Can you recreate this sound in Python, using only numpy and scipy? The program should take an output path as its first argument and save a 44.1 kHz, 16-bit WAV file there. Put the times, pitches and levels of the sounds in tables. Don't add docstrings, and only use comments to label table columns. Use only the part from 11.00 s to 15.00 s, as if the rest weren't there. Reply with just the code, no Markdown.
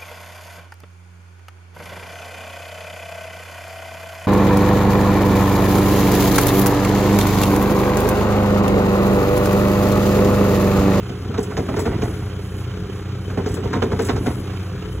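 import sys
import numpy as np
from scipy import signal
from scipy.fft import rfft, irfft, next_fast_len
from scipy.io import wavfile
from scipy.ndimage import map_coordinates

SR = 44100
rng = np.random.default_rng(int(sys.argv[2]) if len(sys.argv) > 2 else 0)


def transcribe(signal):
    frames = np.atleast_2d(signal).T
    limited = np.clip(frames, -1, 1)
    pcm = np.round(limited * 32767).astype(np.int16)
    wavfile.write(sys.argv[1], SR, pcm)


N = 176400


def amp(db):
    return 10 ** (np.asarray(db) / 20)


def unit(x):
    return x / np.sqrt(np.mean(x ** 2) + 1e-20)


def along(points, hz):
    f, v = np.transpose(points)
    return np.interp(np.log(hz + 1), np.log(f + 1), v)


def tint(points, hz):
    return amp(along(points, hz)) / np.maximum(hz / points[-1][0], 1) ** 4


def curve(rows):
    return np.interp(np.arange(N) / SR, *np.transpose(rows))


def wobble(rate):
    return map_coordinates(rng.standard_normal(2048), [np.arange(N) * rate / SR + 2], mode="wrap")


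def filtered(x, response):
    n = x.shape[-1]
    m = next_fast_len(n + SR // 5)
    return irfft(rfft(x, m) * response(np.fft.rfftfreq(m, 1 / SR)), m)[..., :n]


def resonate(x, peaks):
    def response(f):
        return sum((-1) ** k * amp(db) * 1j * f * width / (hz * hz - f * f + 1j * f * width)
                   for k, (hz, width, db) in enumerate(peaks))
    return filtered(x, response)


def noise(spectrum, grain_db=0):
    source = unit(rng.standard_normal(N) * amp(grain_db * wobble(450)))
    return filtered(source, lambda hz: tint(spectrum, hz)) * np.sqrt(SR / 2)


def add(track, s, sound):
    part = track[max(0, round(s * SR)):][:len(sound)]
    part += sound[:len(part)]


def burst(colour, attack_s, t60, grain_db):
    t = np.arange(SR // 2) / SR
    shape = np.minimum(t / attack_s, 1) * amp(-60 * np.maximum(t - attack_s, 0) / t60)
    grains = amp(grain_db * np.repeat(rng.standard_normal(len(t) // 45), 45))
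    x = shape * filtered(rng.standard_normal(len(t)) * grains, lambda hz: tint(colour, hz))
    return x * np.linalg.norm(shape) / np.linalg.norm(x)


def ring(modes, attack_s, scatter, blur):
    t = np.arange(SR // 2) / SR
    x = np.zeros(len(t))
    for hz, db, t60 in modes:
        level, detune, start = rng.standard_normal(3)
        drift = blur * np.cumsum(rng.standard_normal(len(t))) / np.sqrt(SR)
        decay = amp(db + 0.89 * level - 60 * t / t60)
        x += decay * np.sin(2 * np.pi * (hz * (1 + scatter * detune) * t + start) + drift)
    return x * (1 - np.exp(-t / attack_s))


def engine():
    # (time [s], firing rate [Hz])
    speed = [(0, 31.6), (.65, 31.3), (1.2, 31.7), (1.7, 31.7), (2.2, 31.2), (2.6, 30.4), (3.0, 31.1),
             (3.35, 31.6), (4, 31.6)]
    # (multiple of the firing rate, level [dB])
    orders = [(2, -43), (3, -42), (4, -44.5), (5.5, -42.5), (6, -38.5)]
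    # (frequency [Hz], level [dB])
    hum_tones = [(92.5, -31), (121.3, -35.5), (310.5, -51), (326, -46.5), (421, -47.5), (492, -57.5)]
    # (frequency [Hz], level [dB per Hz])
    rumble = [(30, -83), (46, -68), (62, -52), (78, -74), (105, -53), (140, -63), (200, -62), (260, -85),
              (500, -102)]
    drone = [(120, -52.5), (230, -74), (280, -60), (345, -68.5), (385, -58.5), (425, -55.5), (455, -74.5),
             (510, -65.5), (610, -78.5), (1000, -115.5)]
    clatter = [(200, -100), (400, -105), (720, -72.5), (850, -78), (1050, -73.5), (1400, -72.5),
               (1900, -80), (2800, -79.5), (4000, -85), (6500, -89), (10000, -102.5), (15500, -101)]
    t = np.arange(N) / SR
    phase = 2 * np.pi * np.cumsum(curve(speed) * (1 + 0.0027 * wobble(7.88))) / SR
    exhaust = sum(amp(db + wobble(8.34)) * np.sin(k * phase + 2 * np.pi * rng.random())
                  for k, db in orders)
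    hum = sum(amp(db + wobble(6.15)) * np.sin(2 * np.pi * (hz * t + rng.random()) + 0.26 * wobble(4.21))
              for hz, db in hum_tones)
    throb_db = (1.2 * np.cos(phase) + 5.4 * np.cos(3 * phase)
                + 0.17 * np.cos(phase / 2) + 3 * np.cos(1.25 * phase))
    tick_db = 1.6 * np.cos(phase) + .5 * np.cos(2 * phase) + 0.056 * np.cos(phase / 2) + 1.2 * wobble(13)
    body = np.sqrt(2) * (exhaust + hum) + noise(rumble)
    pulsing = unit(amp(throb_db)) * noise(drone) + unit(amp(tick_db)) * noise(clatter)
    return body + pulsing + injectors(phase)


def injectors(phase):
    # (frequency [Hz], width [Hz], gain [dB])
    resonances = [(1260, 230, -13.5), (3080, 37, -3)]
    since_firing = phase / (2 * np.pi) % 1
    ticks = np.exp(-since_firing / 0.36) * amp(0.83 * wobble(30.26)) * rng.standard_normal(N)
    return amp(-54) * unit(resonate(ticks, resonances))


def soil():
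    # (time [s], gain [dB])
    soil_flow = [(0, -25), (.25, 0), (.6, 0), (.85, 8), (1.1, 6), (1.4, -21), (2.15, -22), (2.45, 3.5),
                 (2.8, 5), (3.15, 6), (3.4, 0.5), (3.7, -22), (4, -38)]
    grit_flow = [(0, 0), (.6, 3.5), (1.2, 5), (1.5, 3), (2.12, -5.5), (2.24, 6.5), (2.35, -7.5), (2.68, -6),
                 (3.1, 5), (3.4, 8), (3.7, -1), (4, -2)]
    # (frequency [Hz], level [dB per Hz])
    patter = [(40, -100), (150, -65.5), (260, -57.5), (420, -63.5), (650, -75.5), (3000, -89.5),
              (6000, -101)]
    hiss = [(2500, -112), (6000, -99), (10500, -94.5), (15500, -108)]
    pour = amp(curve(soil_flow) + 0.7 * wobble(25.2)) * noise(patter, grain_db=2.5)
    trickle = amp(curve(grit_flow) + 3.9 * wobble(15)) * noise(hiss, grain_db=2.5)
    return pour + trickle


def bucket_knocks():
    # (time [s], boom, thump, clank, scrape [each in relative dB])
    knocks = [(.092, -30.5, -30, -43.5, -46), (.294, -29.5, -25.5, -47, -57), (.341, -50, -44, -30.5, -46),
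              (0.377, -18, -19, -31.5, -37.5), (0.511, -48, -38, -32, -54), (.570, -17, -16, -29, -35),
              (0.684, -26.5, -19, -29.5, -55), (.764, -16, -25.5, -29.5, -39),
              (.853, -18.5, -20.5, -27.5, -46), (1.017, -22, -19, -38, -36), (2.298, -34, -32, -34.5, -64),
              (2.372, -22.5, -17, -30, -58), (2.459, -21.5, -24, -31, -37.5), (2.565, -26, -33, -35.5, -61),
              (2.636, -19.5, -36, -45, -44.5), (2.728, -25, -28, -24.5, -38.5),
              (2.751, -27, -20.5, -31, -47), (2.82, -13, -19, -23, -35.5), (2.914, -25, -16.5, -28, -42),
              (2.990, -14, -44, -26, -35.5), (3.088, -21.5, -19, -22.5, -37),
              (3.162, -25, -28, -31.5, -39.5), (3.260, -29, -16, -27, -39)]
    # (frequency [Hz], level [dB], t60 [s])
    shell = [(245.8, -7.5, 0.19), (393.3, -8, 0.3), (444, 0.5, 0.12), (475, -3, 0.082), (719, -13.5, 0.079)]
    # (frequency [Hz], level [dB])
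    thump = [(60, 0.5), (150, -1), (265, 10.5), (330, -1), (410, 2), (560, -8), (900, -15)]
    clank = [(300, -51), (550, -1.5), (730, 5), (860, -3.5), (980, 0), (1120, -1.5), (1350, 2), (1700, -5),
             (2200, -10.5), (2900, -14.5), (4200, -18), (8000, -28.5)]
    scrape = [(1500, -35), (3300, 8), (4800, 10), (6600, 10.5), (8500, -11), (15500, -10)]
    scrape_lead_s, clank_lead_s, boom_delay_s = 0.0033, 0.002, 0.003803
    out = np.zeros(N)
    for s, boom_db, thump_db, clank_db, scrape_db in knocks:
        add(out, s + boom_delay_s,
            amp(boom_db + 6) * ring(shell, attack_s=0.009, scatter=0.021, blur=8.6))
        add(out, s, amp(thump_db) * burst(thump, attack_s=0.015, t60=0.14, grain_db=5.5))
        add(out, s - clank_lead_s,
            amp(clank_db + 1.5) * burst(clank, attack_s=0.0065, t60=0.12, grain_db=1))
        add(out, s - scrape_lead_s,
            amp(scrape_db) * burst(scrape, attack_s=0.0085, t60=0.11, grain_db=3.5))
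    return out


def hard_stops():
    # (time [s], crack level [dB], ring level [dB])
    stops = [(.376, -32.5, -48), (0.566, -28.5, -51), (1.017, -30, -37), (2.735, -28.5, -25.5),
             (2.822, -30.5, -32), (3.085, -26.5, -33), (3.1, -35, -34), (3.261, -33, -37)]
    # (frequency [Hz], level [dB])
    crack = [(900, -14), (1900, 4), (3400, -4.5), (6000, -14)]
    # (frequency [Hz], level [dB], t60 [s])
    plates = [(925, -0.5, .17), (970, -8, 0.23), (1064, 4, 0.15), (1516, -19, 0.092), (1784, -8, 0.13),
              (3700, -8, 0.14)]
    out = np.zeros(N)
    for s, crack_db, ring_db in stops:
        add(out, s, amp(crack_db) * burst(crack, attack_s=.003, t60=0.048, grain_db=8))
        add(out, s, amp(ring_db) * ring(plates, attack_s=0.0066, scatter=0.0108, blur=7.9))
    return out


def jingle():
    # (time [s], relative level [dB])
    jingles = [(0.402, -45), (.428, -37.5), (0.792, -32), (1.036, -46), (2.486, -42.5), (2.514, -44),
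               (2.54, -36.5), (3.019, -37), (3.047, -34.5), (3.066, -38)]
    # (frequency [Hz], level [dB], t60 [s])
    steel = [(5420, -12, .13), (6350, -8, .14), (7080, -9, .12), (7400, -5, .09), (7870, -1, .11),
             (8150, -4, .06), (10177, -7, .13), (10248, -9, .12), (11620, -10, .1)]
    # (frequency [Hz], level [dB])
    sizzle = [(3000, 0.5), (7000, 2.5), (11000, -25), (15500, -3)]
    out = np.zeros(N)
    for s, db in jingles:
        chink = ring(steel, attack_s=0.0011, scatter=0.003, blur=15)
        chatter = unit(amp(1.5 * wobble(330)))[:len(chink)]
        add(out, s, amp(db + 1.5) * chink * chatter)
        add(out, s, amp(db - 1.5) * burst(sizzle, attack_s=0.0024, t60=0.16, grain_db=-1))
    return out


def clods():
    # (time [s], thud level [dB], crunch level [dB])
    landings = [(.589, -28, -36), (0.739, -26, -29), (.783, -28, -26), (.862, -17, -26.5), (0.91, -32, -32),
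                (.932, -18.5, -32.5), (1.028, -21, -27.5), (1.218, -25, -40), (2.384, -29, -31),
                (2.502, -20.5, -47), (2.652, -22, -33), (2.756, -28, -35), (2.927, -25, -36),
                (3.122, -15, -51), (3.159, -25.5, -42), (3.268, -42, -26.5), (3.298, -28, -37)]
    # (frequency [Hz], level [dB])
    thud = [(22, -38), (44, 10), (60, 1.5), (80, 3.5), (105, 6.5), (170, -7), (300, -30), (800, -44)]
    out = np.zeros(N)
    for s, thud_db, crunch_db in landings:
        add(out, s, amp(crunch_db) * crunch())
        add(out, s, amp(thud_db) * burst(thud, attack_s=.02, t60=.24, grain_db=0))
    return out


def crunch():
    # (frequency [Hz], width [Hz], gain [dB])
    bed = [(677, 68, 4), (931, 56, 3), (1150, 200, -3.5), (1504, 82, -4.5), (1970, 160, -6.5)]
    crumbs_per_s, t60 = 1000, 0.15
    t = np.arange(SR // 2) / SR
    shape = amp(-60 * t / t60)
    crumbs = (rng.random(len(t)) < crumbs_per_s / SR) * rng.standard_normal(len(t))
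    x = resonate(shape * crumbs, bed)
    return x * np.linalg.norm(shape) / np.linalg.norm(x)


def yard(x):
    # (frequency [Hz], t60 [s])
    decay = [(100, 1), (500, 0.39), (3000, 0.15), (12000, 0.53)]
    hz, t, bands = signal.stft(rng.standard_normal(SR // 2), SR, nperseg=256)
    tail = signal.istft(bands * amp(-60 * t / along(decay, hz)[:, None]), SR, nperseg=256)[1]
    return signal.fftconvolve(x, np.pad(tail, (SR // 50, 0)) / np.linalg.norm(tail))[:N]


def scene():
    # (frequency [Hz], side relative to mid [dB])
    width = [(100, -35.5), (400, -21), (700, -16), (1100, -8), (1700, -25), (2800, 2), (4700, -23)]
    metal = bucket_knocks() + hard_stops() + jingle()
    mid = metal + amp(-14.5) * yard(metal) + soil() + clods() + engine()
    side = filtered(mid * unit(wobble(120)), lambda hz: amp(along(width, hz)))
    stereo = np.array([mid + side, mid - side])
    return filtered(stereo, lambda hz: 1 / np.hypot(1, amp(along(width, hz))))


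def record(dry):
    # (frequency [Hz], left lead [rad])
    left_lead = [(20, 0), (150, -.04), (300, -.22), (450, -.6), (600, -1.2), (800, -.2), (1500, -.1),
                 (2600, .2)]
    # (frequency [Hz], left minus right [dB])
    balance = [(200, 0), (520, -.5), (640, -6), (800, -8), (1050, -2.5), (1500, 0), (2400, -.5), (2750, -4),
               (3700, 0)]
    turn_from_hz, full_turn_hz = 2790, 4200
    low_cut_hz, top_hz = 53.7, 15800
    half = np.array([[.5], [-.5]])

    def pair(hz):
        lead = along(left_lead, hz) + 2 * np.pi * np.maximum(hz - turn_from_hz, 0) / full_turn_hz
        passband = (hz < top_hz) / np.hypot(1, (low_cut_hz / (hz + 1)) ** 4)
        return amp(half * along(balance, hz)) * np.exp(1j * half * lead) * passband
    return filtered(dry, pair)


dry = scene()
out = record(dry)
transcribe(out)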